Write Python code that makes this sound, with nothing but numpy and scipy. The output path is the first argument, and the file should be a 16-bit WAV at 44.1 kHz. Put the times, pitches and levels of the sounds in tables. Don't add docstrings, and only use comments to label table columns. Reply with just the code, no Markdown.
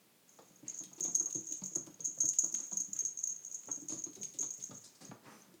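import sys
import numpy as np
from scipy import signal
from scipy.fft import rfft, irfft, next_fast_len
from scipy.io import wavfile
from scipy.ndimage import uniform_filter1d

SR = 44100
rng = np.random.default_rng(int(sys.argv[2]) if len(sys.argv) > 2 else 0)


def volts_from_decibels(level):
    exponent = np.asarray(level, float) / 20
    return 10 ** exponent


def unload_wav(signal):
    wavfile.write(
        sys.argv[1],
        SR,
        np.round(np.clip(np.atleast_2d(signal).T, -1, 1) * 32767).astype(np.int16),
    )


N = 246959

# mode_hz, t60_s
SHELL_MODES = [(6470, 0.024), (6800, 0.0072), (15000, 0.035), (15400, 0.021)]
# mode_hz, level_db, t60_s, phase_turns
CLACK_MODES = [(6060, -3, 0.0027, 0), (7090, 11, 0.0015, 0.08), (8100, -10.5, 0.0015, 0.53),
               (5300, -9, 0.0015, 0.14)]


def evened(x):
    return x / np.sqrt(np.mean(x ** 2) + 1e-20)


def read(points, hz):
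    f, value = np.transpose(points)
    return np.interp(np.log(hz + 1), np.log(f + 1), value)


def curve(rows, index):
    rows = np.array(rows)
    return np.interp(np.arange(N) / SR, rows[:, 0], rows[:, index])


def add(mix, s, sound):
    part = mix[round(s * SR):][:len(sound)]
    part += sound[:len(part)]


def ring(t, hz, db, t60, turn=0):
    return volts_from_decibels(db - 60 * t / t60) * np.sin(2 * np.pi * (hz * t + turn))


def band_pass(x, order, low_hz, high_hz):
    return signal.sosfilt(signal.butter(order, [low_hz, high_hz], "band", fs=SR, output="sos"), x)


def coloured(x, points):
    size = next_fast_len(len(x))
    gain = volts_from_decibels(read(points, np.fft.rfftfreq(size, 1 / SR)))
    return evened(irfft(rfft(x, size) * gain, size)[:len(x)])


def grains(per_s, spread_db):
    size = volts_from_decibels(spread_db * np.minimum(rng.exponential(1, N), 4)) * rng.choice([-1., 1.], N)
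    return size * (rng.random(N) < per_s / SR)


def camera_floor():
    # freq_hz, density_db
    air = [(12, -37), (20, -27), (70, -31.5), (106, -9.5), (181, -5.5), (214, -7), (433, -9.5),
           (699, -14.5), (1130, -17), (1630, -18.5), (2350, -18.5), (17000, -23)]
    # line_hz, rms_db
    whine_lines = [(14853, -93), (14912, -92), (14971, -86), (15030, -85), (15089, -93), (15148, -96)]
    t = np.arange(N) / SR
    whine = sum(np.sqrt(2) * volts_from_decibels(db) * np.sin(2 * np.pi * (hz * t + rng.random())) for hz, db in whine_lines)
    return volts_from_decibels(-67.5) * coloured(rng.standard_normal(N), air) + whine


def rattle():
    # time_s, level_db
    rolling = [(0.2, -65.5), (0.85, -69), (1.06, -49), (1.2, -52.5), (1.69, -53), (1.84, -59), (1.97, -71),
               (2.22, -47), (2.42, -50), (2.6, -49), (2.91, -55), (3.03, -48), (3.16, -66), (3.75, -51.5),
               (4.0, -64), (4.62, -48.5), (4.85, -58), (5.12, -80)]
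    t = np.arange(3000) / SR
    sway = uniform_filter1d(uniform_filter1d(rng.standard_normal(N), 500), 500)
    jerks = volts_from_decibels(4.5 * np.clip(evened(sway), -3, 1.2))
    light_db = [-22.5, -10, -40, -53.5]
    modes = [(hz, db, life) for (hz, life), db in zip(SHELL_MODES, light_db)] + CLACK_MODES
    shell = np.zeros(N)
    for mode in modes:
        response = ring(t, *mode) * (1 - np.exp(-t / 0.00082)) ** 2
        shell += signal.oaconvolve(grains(300, 3.3) * jerks, response)[:N]
    spinning = abs(np.arange(N) / SR - 2.72) < 2.44
    return volts_from_decibels(curve(rolling, index=1) - 5) * evened(shell) * spinning


def kitchen(x):
    # freq_hz, t60_s
    decay = [(150, 0.36), (700, 0.3), (2000, 0.38), (6500, 0.35), (15000, 0.074)]
    taps, step = np.zeros((3, SR // 2)), 20
    slots = np.arange(200, SR // 2 - step, step)
    at = slots + rng.integers(0, step, (3, len(slots)))
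    np.put_along_axis(taps, at, rng.choice([-1., 1.], at.shape), 1)
    hz, t, z = signal.stft(taps, SR, nperseg=512)
    tails = signal.istft(z * volts_from_decibels(-60 * t / read(decay, hz)[:, None]), SR, nperseg=512)[1]
    half_turns = 2.7 * np.arange(N) / SR + np.arange(3)[:, None] / 3
    turning = np.sqrt(2 / 3) * np.cos(np.pi * half_turns)
    return signal.fftconvolve(x * turning, tails / np.linalg.norm(tails[0]), axes=1)[:, :N].sum(0)


def strikes():
    # start_s, peak_db, twin_db (upper twin mode, relative), bouncing_t60_s
    shakes = [(.6806, -35.5, 26, 0.032), (1.007, -31.5, 4, 0.021), (1.0369, -28, 2, 0.043),
              (1.1508, -18.5, -39, 0.023), (1.1972, -31.5, -7, 0.018), (1.257, -28.5, -32, 0.0098),
              (1.3473, -31, 6, 0.041), (1.522, -31, 7, 0.032), (1.7566, -25, 1.5, 0.02),
              (2.0492, -31.5, 5, 0.051), (2.0572, -33, -6, 0.038), (2.2053, -22.5, 4, 0.03),
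              (2.2538, -27.5, 9, 0.054), (2.2881, -23, 7, 0.013), (2.386, -21, 11, 0.011),
              (2.3935, -31, -1, 0.017), (2.4209, -29.5, -36, 0.0065), (2.4443, -32, 18, 0.024),
              (2.5412, -29.5, 3, 0.051), (2.7706, -27, 3, .017), (2.8015, -27, 8, 0.015),
              (2.9312, -29.5, 14, 0.01), (2.9892, -26.5, -24, 0.012), (3.0505, -30, -6, 0.039),
              (3.238, -30, 15, 0.013), (3.2735, -31, 0, 0.043), (3.7147, -32.5, -2, 0.031),
              (3.922, -35, 18, 0.042), (4.3879, -30.5, -4, 0.077), (4.4125, -27.5, 11, 0.043)]
    # start_s, peak_db, bouncing_t60_s
    further_shakes = [(.2907, -52.5, .022), (.5586, -54, 0.0084), (.7433, -41.5, 0.11), (.7876, -35, 0.019),
                      (.9315, -47.5, 0.012), (1.2261, -36, 0.019), (1.3269, -36, 0.021), (1.4691, -37.5, 0.088),
                      (1.6377, -35.5, 0.021), (1.6586, -31.5, 0.021), (1.7345, -42, 0.12), (2.005, -39, 0.022),
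                      (2.6309, -45, 0.19), (2.7295, -34.5, 0.014), (2.9647, -39, 0.0028), (3.1727, -35.5, 0.13),
                      (3.1896, -36, 0.023), (3.3228, -47, 0.026), (3.4483, -35.5, 0.05), (3.5229, -40, 0.034),
                      (3.5438, -33, 0.02), (3.6728, -45, 0.05), (3.8844, -32, 0.069), (3.9872, -36, 0.054),
                      (4.04, -35.5, 0.016), (4.2219, -43, 0.033), (4.5052, -33.5, 0.015), (4.6384, -33, 0.0087),
                      (4.7476, -48, 0.041), (5.0494, -44, 0.038)]
    # start_s, peak_db
    stray_taps = [(.6983, -44), (.7763, -39), (1.3069, -36.5), (1.51, -37), (1.942, -49), (2.1859, -38),
                  (2.461, -34), (2.5232, -37.5), (2.6035, -35.5), (3.3623, -43), (3.514, -51), (4.153, -46),
                  (4.2383, -41), (4.6249, -46), (4.7765, -44.5), (5.4192, -54)]
    out, t = np.zeros(N), np.arange(5000) / SR
    common_twin_db, tap_t60_s = 3, .004
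    rows = shakes + [(s, db, common_twin_db, t60) for s, db, t60 in further_shakes]
    rows = rows + [(s, db, common_twin_db, tap_t60_s) for s, db in stray_taps]
    chances = rng.random((len(rows), len(t)))
    spots = rng.standard_normal((len(rows), len(SHELL_MODES) + 2, len(t)))
    detunes = 1 + 0.0045 * rng.standard_normal(len(rows))
    clack = sum(ring(t, *mode) for mode in CLACK_MODES)
    fizz = band_pass(spots[:, -1], 3, 4500, 14500)
    for (s, db, twin_db, t60), chance, spot, detune, tick in zip(rows, chances, spots, detunes, fizz):
        over_db = -38 + 0.37 * twin_db + 7 * (2 * chance[0] - 1)
        fade = volts_from_decibels(-60 * t / np.clip(t60, .002, .3) / 5.2)
        bounces = .3 * (chance < 600 / SR) * spot * fade
        bounces[:, [0, round(.0012 * SR), round(.003 * SR)]] = [.5, .8, .6]
        levels_db = [0, twin_db + 0.1, over_db, over_db]
        voices = [ring(t, hz * detune, d, life) for (hz, life), d in zip(SHELL_MODES, levels_db)] + [clack]
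        rise = (1 - np.exp(-t / 0.00049)) ** 2
        shell = sum(signal.oaconvolve(b, voice * rise) for b, voice in zip(bounces, voices))
        add(out, s, volts_from_decibels(db + 2.5) * shell / abs(shell).max())
        tick_db = -25.5 + 0.16 * (db + 34)
        add(out, s, volts_from_decibels(db + tick_db - 60 * t / 0.065) * tick * (1 - np.exp(-t / 0.0013)))
    return out


def slaps():
    # start_s, peak_db, claw_db (relative)
    landings = [(0.387, -43, -0.5), (0.654, -66, 0), (.802, -53.5, -1), (0.912, -57, -2), (.981, -50, 7.5),
                (1.048, -41.5, 5.5), (1.08, -52, -20), (1.207, -49, -31), (1.267, -49.5, -25),
                (1.35, -54.5, 6.5), (1.617, -49, 5.5), (1.754, -45.5, -25), (1.869, -49.5, -7),
                (1.993, -55.5, 7.5), (2.175, -55.5, -17), (2.236, -55, -22), (2.436, -46, 1),
                (2.587, -55, -1), (2.716, -47, 1.5), (3.632, -73, 4), (3.685, -38.5, -45),
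                (3.894, -51, 6.5), (3.919, -50, -15), (4.06, -50.5, 5), (4.165, -61, 7),
                (4.427, -42.5, 4.5), (4.709, -42.5, 3), (5.01, -55, -18), (5.113, -35.5, -37),
                (5.26, -52, -30)]
    out, t = np.zeros(N), np.arange(6000) / SR
    noise = rng.standard_normal((len(landings), len(t)))
    pad_noise = evened(band_pass(noise, 2, 300, 1150))
    claw_noise = evened(band_pass(noise, 2, 1500, 5000))
    for (s, db, claw_db), pad, claw in zip(landings, pad_noise, claw_noise):
        t60_s = 0.041 * (1 - 0.0726 * (db + 34))
        fade_db = -60 * t / np.clip(t60_s, .005, .3)
        ragged_db = 1.26 * evened(uniform_filter1d(pad ** 2, 120) - 0) - 1.26 * 0
        toes = (1 - np.exp(-t / 0.0017)) * volts_from_decibels(ragged_db - 1)
        scratch = volts_from_decibels(claw_db - 6 + 1.5 * fade_db) * claw
        add(out, s, volts_from_decibels(db - 7) * (volts_from_decibels(fade_db) * pad + scratch) * toes)
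    return out


def paws():
    # start_s, peak_db, pitch_hz
    weights = [(.627, -46, 253), (.802, -51.5, 312), (0.999, -47, 356), (1.045, -45, 290),
               (1.076, -47, 170), (1.204, -47.5, 313), (1.349, -39, 321), (1.619, -47.5, 173),
               (1.761, -39.5, 303), (1.869, -47.5, 305), (1.994, -54, 161), (2.233, -46, 289),
               (2.434, -45.5, 297), (2.529, -48.5, 211), (2.72, -47.5, 193), (2.791, -56.5, 295),
               (3.684, -50, 292), (3.765, -49, 187), (3.818, -48.5, 291), (3.92, -39, 298),
               (4.063, -44.5, 302), (4.173, -48, 379), (4.343, -55, 319), (4.428, -51.5, 323),
               (4.581, -54.5, 121), (4.692, -49.5, 194), (4.709, -44, 267), (5.018, -49.5, 207),
               (5.092, -53.5, 151), (5.112, -47.5, 255)]
    # start_s, peak_db, pitch_hz
    light_steps = [(.389, -55.5, 445), (0.5, -54.5, 202), (.862, -56, 191), (.913, -56.5, 155),
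                   (1.177, -51.5, 312), (1.506, -52, 315), (1.713, -51.5, 309), (2.074, -53, 291),
                   (2.174, -53, 133), (2.879, -52.5, 200), (2.945, -57.5, 153.5), (3.018, -58, 382),
                   (3.669, -52, 184), (3.895, -49, 313), (4.391, -51, 380), (4.2, -50, 166),
                   (2.599, -54, 291), (3.299, -65.5, 139), (4.858, -58, 244), (5.26, -52, 209),
                   (5.482, -56, 180), (5.536, -56, 299)]
    # mode_hz, level_db, t60_s
    floor_modes = [(144, -11.5, 0.06), (198.7, -2, 0.1), (286, 6, 0.054), (427, -8.5, 0.064),
                   (555, -8, 0.05)]
    out, t = np.zeros(N), np.arange(9000) / SR
    boom = sum(ring(t, *mode) for mode in floor_modes)
    rows, early = weights + light_steps, t[:2000]
    for (s, db, hz), noise in zip(rows, rng.standard_normal((len(rows), 2000))):
        push = noise * volts_from_decibels(-60 * early / 0.073) * (1 - np.exp(-early / 0.005))
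        rumble = signal.oaconvolve(push, boom)[:len(t)]
        sag = 1 + 0.13 * np.exp(-t / 0.014)
        thud = ring(t, hz * sag, 5.34, 0.068) * (1 - np.exp(-t / 0.0048))
        add(out, s, volts_from_decibels(db) * (thud + volts_from_decibels(-0.5) * rumble / abs(rumble).max()))
    return out


def scuffs():
    # freq_hz, density_db
    rub_spectrum = [(80, -36), (200, 13), (500, 2), (1200, -3), (2500, -10), (4000, -15), (16000, -34)]
    hiss_spectrum = [(1000, 14), (2500, 3), (4500, 25), (8000, 21), (12000, 5), (17000, -104)]
    # start_s, length_s, rub_db, hiss_db
    slides = [
        (0.647, 0.26, -73.5, -82.5),
        (4.837, 0.059, -91, -71),
        (4.948, 0.064, -82, -80.5),
        (5.005, 0.094, -64, -74),
        (5.217, 0.36, -66, -86),
    ]
    # start_s, length_s, low_hz, high_hz, level_db
    brushes = [
        (.645, .1, 1900, 3300, -71),
        (5.25, .13, 700, 3000, -65),
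        (3.89, .08, 5000, 10000, -56),
        (2.57, .12, 1200, 5000, -70),
        (2.95, .12, 1500, 5000, -71),
    ]
    t = np.arange(N) / SR
    rub = coloured(grains(2500, 1.5), rub_spectrum)
    hiss = coloured(grains(5200, 0.78), hiss_spectrum)
    out = np.zeros(N)
    for s, length_s, rub_db, hiss_db in slides:
        u = (t - s) / length_s
        digging_in = np.clip(u / 0.098, 0, 1)
        sliding = digging_in * volts_from_decibels(-19.5 * np.clip(u, 0, 1)) * np.clip(10 * (1 - u), 0, 1)
        out += sliding * (volts_from_decibels(rub_db + 9) * rub + volts_from_decibels(hiss_db + 17.5) * hiss)
    for s, length_s, low_hz, high_hz, db in brushes:
        brush = evened(band_pass(rub, 2, low_hz, high_hz))
        out += volts_from_decibels(db) * brush * np.sin(np.pi * np.clip((t - s) / length_s, 0, 1) ** 0.44)
    return out


def rebounds():
    # start_s, peak_db, twin_db (upper twin mode, relative)
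    rebound_hits = [(0.6823, -37, 3), (0.6887, -41, -3), (0.7051, -47, -7), (0.787, -40, 19),
                    (0.8005, -37, 2), (0.9309, -49, 10), (1.0059, -33.5, 9), (1.0283, -28, -9),
                    (1.0359, -35.5, 12), (1.0532, -47, 2.0), (1.066, -34, -6), (1.0831, -37, 15),
                    (1.1821, -42, 4), (1.2039, -25, 4), (1.2109, -35, 0.0), (1.2255, -34, 7),
                    (1.2635, -30, -5), (1.2741, -41, 4), (1.3259, -32.5, -1.0), (1.3462, -39, 12),
                    (1.357, -34, -2.0), (1.3704, -44, 5), (1.3887, -41, 1.0), (1.3948, -37.5, -8),
                    (1.4082, -39.7, 6), (1.4757, -38.5, 6), (1.5209, -41, 20), (1.5347, -34.6, 12),
                    (1.5464, -42, 7.0), (1.6543, -38.0, 7), (1.6637, -42, -3), (1.6721, -42, -5),
                    (1.7521, -29.5, 13), (1.7621, -26.5, 12), (1.7835, -41, 0), (2.0043, -40, -0.5),
                    (2.0435, -36, 1.0), (2.0488, -29, 7), (2.0567, -28, 4.0), (2.0687, -29, 2),
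                    (2.0742, -32, 20), (2.087, -39, -2.5), (2.093, -45, -10), (2.2035, -24.5, -9),
                    (2.2078, -25, 0.5), (2.2312, -29, 1), (2.2368, -36, 8), (2.2417, -38, -7),
                    (2.2583, -34.5, 20), (2.2743, -47, -3), (2.2795, -30, 1), (2.3878, -22.5, 19),
                    (2.3922, -16.5, 9), (2.4045, -25, 9), (2.4113, -38, 12), (2.4377, -31, 1),
                    (2.4438, -20.5, 5.5), (2.4537, -36, 11), (2.4727, -40, 8), (2.5461, -28, -3),
                    (2.5571, -32.5, 1), (2.6051, -48, -9), (2.6304, -40.1, 7), (2.6483, -42, 9),
                 (2.7134, -36, 10), (2.7186, -38.6, 11), (2.7263, -36, 0), (2.731, -34, 2.0),
                 (2.7441, -37, 6), (2.7707, -32, 1.0), (2.8173, -29.5, 1), (2.8336, -38.0, -2),
                 (2.8436, -41, 7), (2.9374, -41, 13), (2.9641, -34, 8), (2.9941, -28, -4),
                 (3.006, -27, -1.0), (3.0503, -27.5, 6), (3.0743, -37.9, 0), (3.0803, -32, 9),
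                 (3.0875, -41, 2), (3.1891, -32, 0.0), (3.2336, -37, 9), (3.2376, -26.5, 6),
                 (3.2565, -46, 3.0), (3.2622, -39, 15), (3.2729, -26.9, -3), (3.2974, -31.5, 10),
                 (3.3041, -33.5, 6), (3.3227, -34.5, -9), (3.333, -39, -4), (3.3623, -39.5, -6),
                 (3.4635, -43, -4), (3.5142, -36.6, 5), (3.551, -37, -6), (3.6827, -42, 8),
                 (3.7077, -42, -3), (3.7147, -30.5, 5), (3.7267, -30, 4), (3.7474, -42, -1.0),
                 (3.7512, -42, 1), (3.7595, -34, 1.0), (3.9143, -38, 7), (3.9328, -36.3, 1.0),
                 (3.9805, -38, 8), (3.9871, -37.5, 6), (3.9937, -36, 3), (4.0213, -39.5, 10),
                 (4.0391, -31.5, 3.0), (4.0454, -33, 7), (4.1524, -43.3, -3), (4.2134, -40.4, 2.0),
                 (4.2205, -35.5, 9), (4.2302, -33, -4), (4.3875, -30, 9), (4.4419, -29, 9),
                 (4.4794, -41, 5.0), (4.5386, -40, 7), (4.6263, -38, -6), (4.7498, -44, -2),
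                    (1.1465, -29, -7), (1.1555, -37, -25), (1.1975, -25.5, -3), (2.2125, -25, -8),
               (2.2165, -27.5, -8), (2.2955, -27.5, 9), (2.776, -27, -8), (2.808, -30, 0),
               (4.245, -37, -10), (4.252, -33.5, -10), (4.258, -45, -14), (4.4075, -30, 6), (4.427, -32, 4),
               (4.431, -33, 13), (.698, -36, 2), (.7435, -42, 14)]
    out, t = np.zeros(N), np.arange(3000) / SR
    click_db, overtone_db = -18, -35
    clack = volts_from_decibels(click_db) * sum(ring(t, *mode) for mode in CLACK_MODES)
    rise = (1 - np.exp(-t / 0.00059)) ** 2
    for s, db, twin_db in rebound_hits:
        levels_db = [0, twin_db, overtone_db, overtone_db]
        modes = sum(ring(t, hz, d, life) for (hz, life), d in zip(SHELL_MODES, levels_db))
        shell = (clack + modes) * rise
        add(out, s, volts_from_decibels(db) * (shell / abs(shell).max() + volts_from_decibels(click_db) * (t == 0)))
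    return out


def snaps():
    # start_s, peak_db, low_hz, high_hz
    claw_snaps = [(0.8373, -39, 3000, 14000), (1.0, -31.5, 3200, 11800), (1.3016, -48, 3500, 12000),
                  (1.867, -43, 2000, 10000), (2.3355, -38, 3500, 10000), (2.528, -41, 8000, 16000),
                  (2.5503, -32, 890, 7300), (3.885, -48, 3000, 11000), (4.1331, -54, 3000, 12000),
                  (4.157, -45, 3500, 13000), (4.233, -34, 2590, 7000), (4.3385, -45, 3000, 14000),
                  (4.4243, -45, 600, 4000), (5.1135, -42.5, 500, 2800)]
    out = np.zeros(N)
    impulse = 1. * (np.arange(600) == 0)
    for s, db, low_hz, high_hz in claw_snaps:
        snap = band_pass(impulse, 2, low_hz, high_hz)
        add(out, s, volts_from_decibels(db) * snap / abs(snap).max())
    return out


def claws():
    # start_s, level_db, t60_s
    claw_ticks = [(.838, -46, 0.04), (1.304, -47.5, 0.016), (1.523, -47, 0.035), (1.87, -46, 0.015),
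                  (2.335, -43, 0.024), (2.552, -40, 0.0087), (3.636, -67, .006), (4.132, -49.5, 0.019),
                  (4.158, -49, 0.032), (4.234, -40.5, 0.032), (4.339, -51.5, 0.11), (4.599, -54, 0.16),
                  (5.014, -63, 0.063), (5.541, -51, 0.011)]
    out, t = np.zeros(N), np.arange(2000) / SR
    noise = band_pass(rng.standard_normal((len(claw_ticks), len(t))), 2, 2600, 8500)
    snap = volts_from_decibels(31) * band_pass(1. * (t == 0), 1, 800, 6500)
    for (s, db, t60), tick in zip(claw_ticks, noise):
        add(out, s, volts_from_decibels(db - 60 * t / t60) * tick + volts_from_decibels(db) * snap * (t60 < .008))
    return out


def knocks():
    # start_s, peak_db, pitch_hz, t60_s
    floor_knocks = [(.979, -47, 332, 0.047), (1.349, -41.5, 179, 0.075), (1.617, -39.5, 190, 0.12),
                    (1.758, -45.5, 351, 0.12), (1.87, -52, 156, 0.073), (1.995, -54.5, 462, 0.065),
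                    (2.175, -51, 540, 0.036), (2.72, -51, 300, 0.021), (2.795, -56.5, 296, 0.15),
                    (3.022, -52.5, 395, .04), (4.165, -52, 410, .06), (5.089, -38.5, 154, 0.044),
                    (5.113, -43.5, 205, 0.079), (3.683, -49, 535, 0.042), (2.433, -47, 169, 0.045)]
    out, t = np.zeros(N), np.arange(6000) / SR
    for s, db, hz, t60 in floor_knocks:
        add(out, s, ring(t, hz, db + 4.5, t60) * (1 - np.exp(-t / 0.0029)))
    return out


def squeaks():
    # start_s, length_s, from_hz, to_hz, level_db
    pad_squeaks = [
        (4.53, .14, 2050, 2200, -83),
        (5.25, .21, 1490, 1460, -70),
    ]
    # multiple, level_db
    partials = [
        [(1, 0)],
        [(3.5, -3), (4, 0), (4.3, -1), (5, -4), (6, -3), (7, -6), (8, -9), (9, -10)],
    ]
    out = np.zeros(N)
    for (s, length_s, from_hz, to_hz, db), orders in zip(pad_squeaks, partials):
        count = int(length_s * SR)
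        wobble = evened(uniform_filter1d(rng.standard_normal(SR), 150))[:count]
        turns = np.cumsum(np.linspace(from_hz, to_hz, count) * (1 + 0.015 * wobble)) / SR
        tone = sum(volts_from_decibels(d) * np.sin(2 * np.pi * k * turns) for k, d in orders)
        add(out, s, volts_from_decibels(db) * evened(tone) * signal.windows.tukey(count, .6))
    return out


def scene():
    high_pass = signal.butter(2, 4300, "high", fs=SR, output="sos")
    bell = signal.sosfilt(high_pass, strikes() + rattle() + rebounds())
    feet = paws() + slaps() + claws() + scuffs() + squeaks()
    near = snaps() + knocks()
    room = kitchen(volts_from_decibels(-11) * bell + volts_from_decibels(-4.5) * feet + volts_from_decibels(-14.5) * near)
    return (bell + feet + near + room)[None]


def gate_weak_bands(x):
    # freq_hz, threshold_db (relative to the loudness of the moment)
    gate_threshold = [(2000, -64), (3500, -58), (5000, -58), (8000, -54), (11500, -50), (14000, -49.5),
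                      (15200, -56), (16300, -47)]
    hz, t, z = signal.stft(x, SR, nperseg=1024, noverlap=512)
    width = 8
    band = np.arange(len(hz)) // width
    power = abs(z[0]) ** 2
    centre = np.minimum(band * width + width // 2, len(hz) - 1)
    band_db = 10 * np.log10(uniform_filter1d(power, width, 0)[centre] + 1e-20)
    loud_db = -48 + .6 * (10 * np.log10(power.sum(0) + 1e-20) + 48)
    whim_db = 3 * rng.standard_normal((len(t), band[-1] + 1)).T[band]
    kept = band_db > loud_db + read(gate_threshold, hz)[:, None] + whim_db
    return signal.istft(z * kept, SR, nperseg=1024, noverlap=512)[1][:, :N]


def band_limit(x):
    return signal.sosfilt(signal.butter(12, 17100, fs=SR, output="sos"), x)


def record(dry):
    thin = signal.sosfilt(signal.butter(8, 117, "high", fs=SR, output="sos"), dry)
    mix = gate_weak_bands(thin + volts_from_decibels(-17.5) * dry + camera_floor())
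    return band_limit(mix)


dry = scene()
out = record(dry)
unload_wav(out)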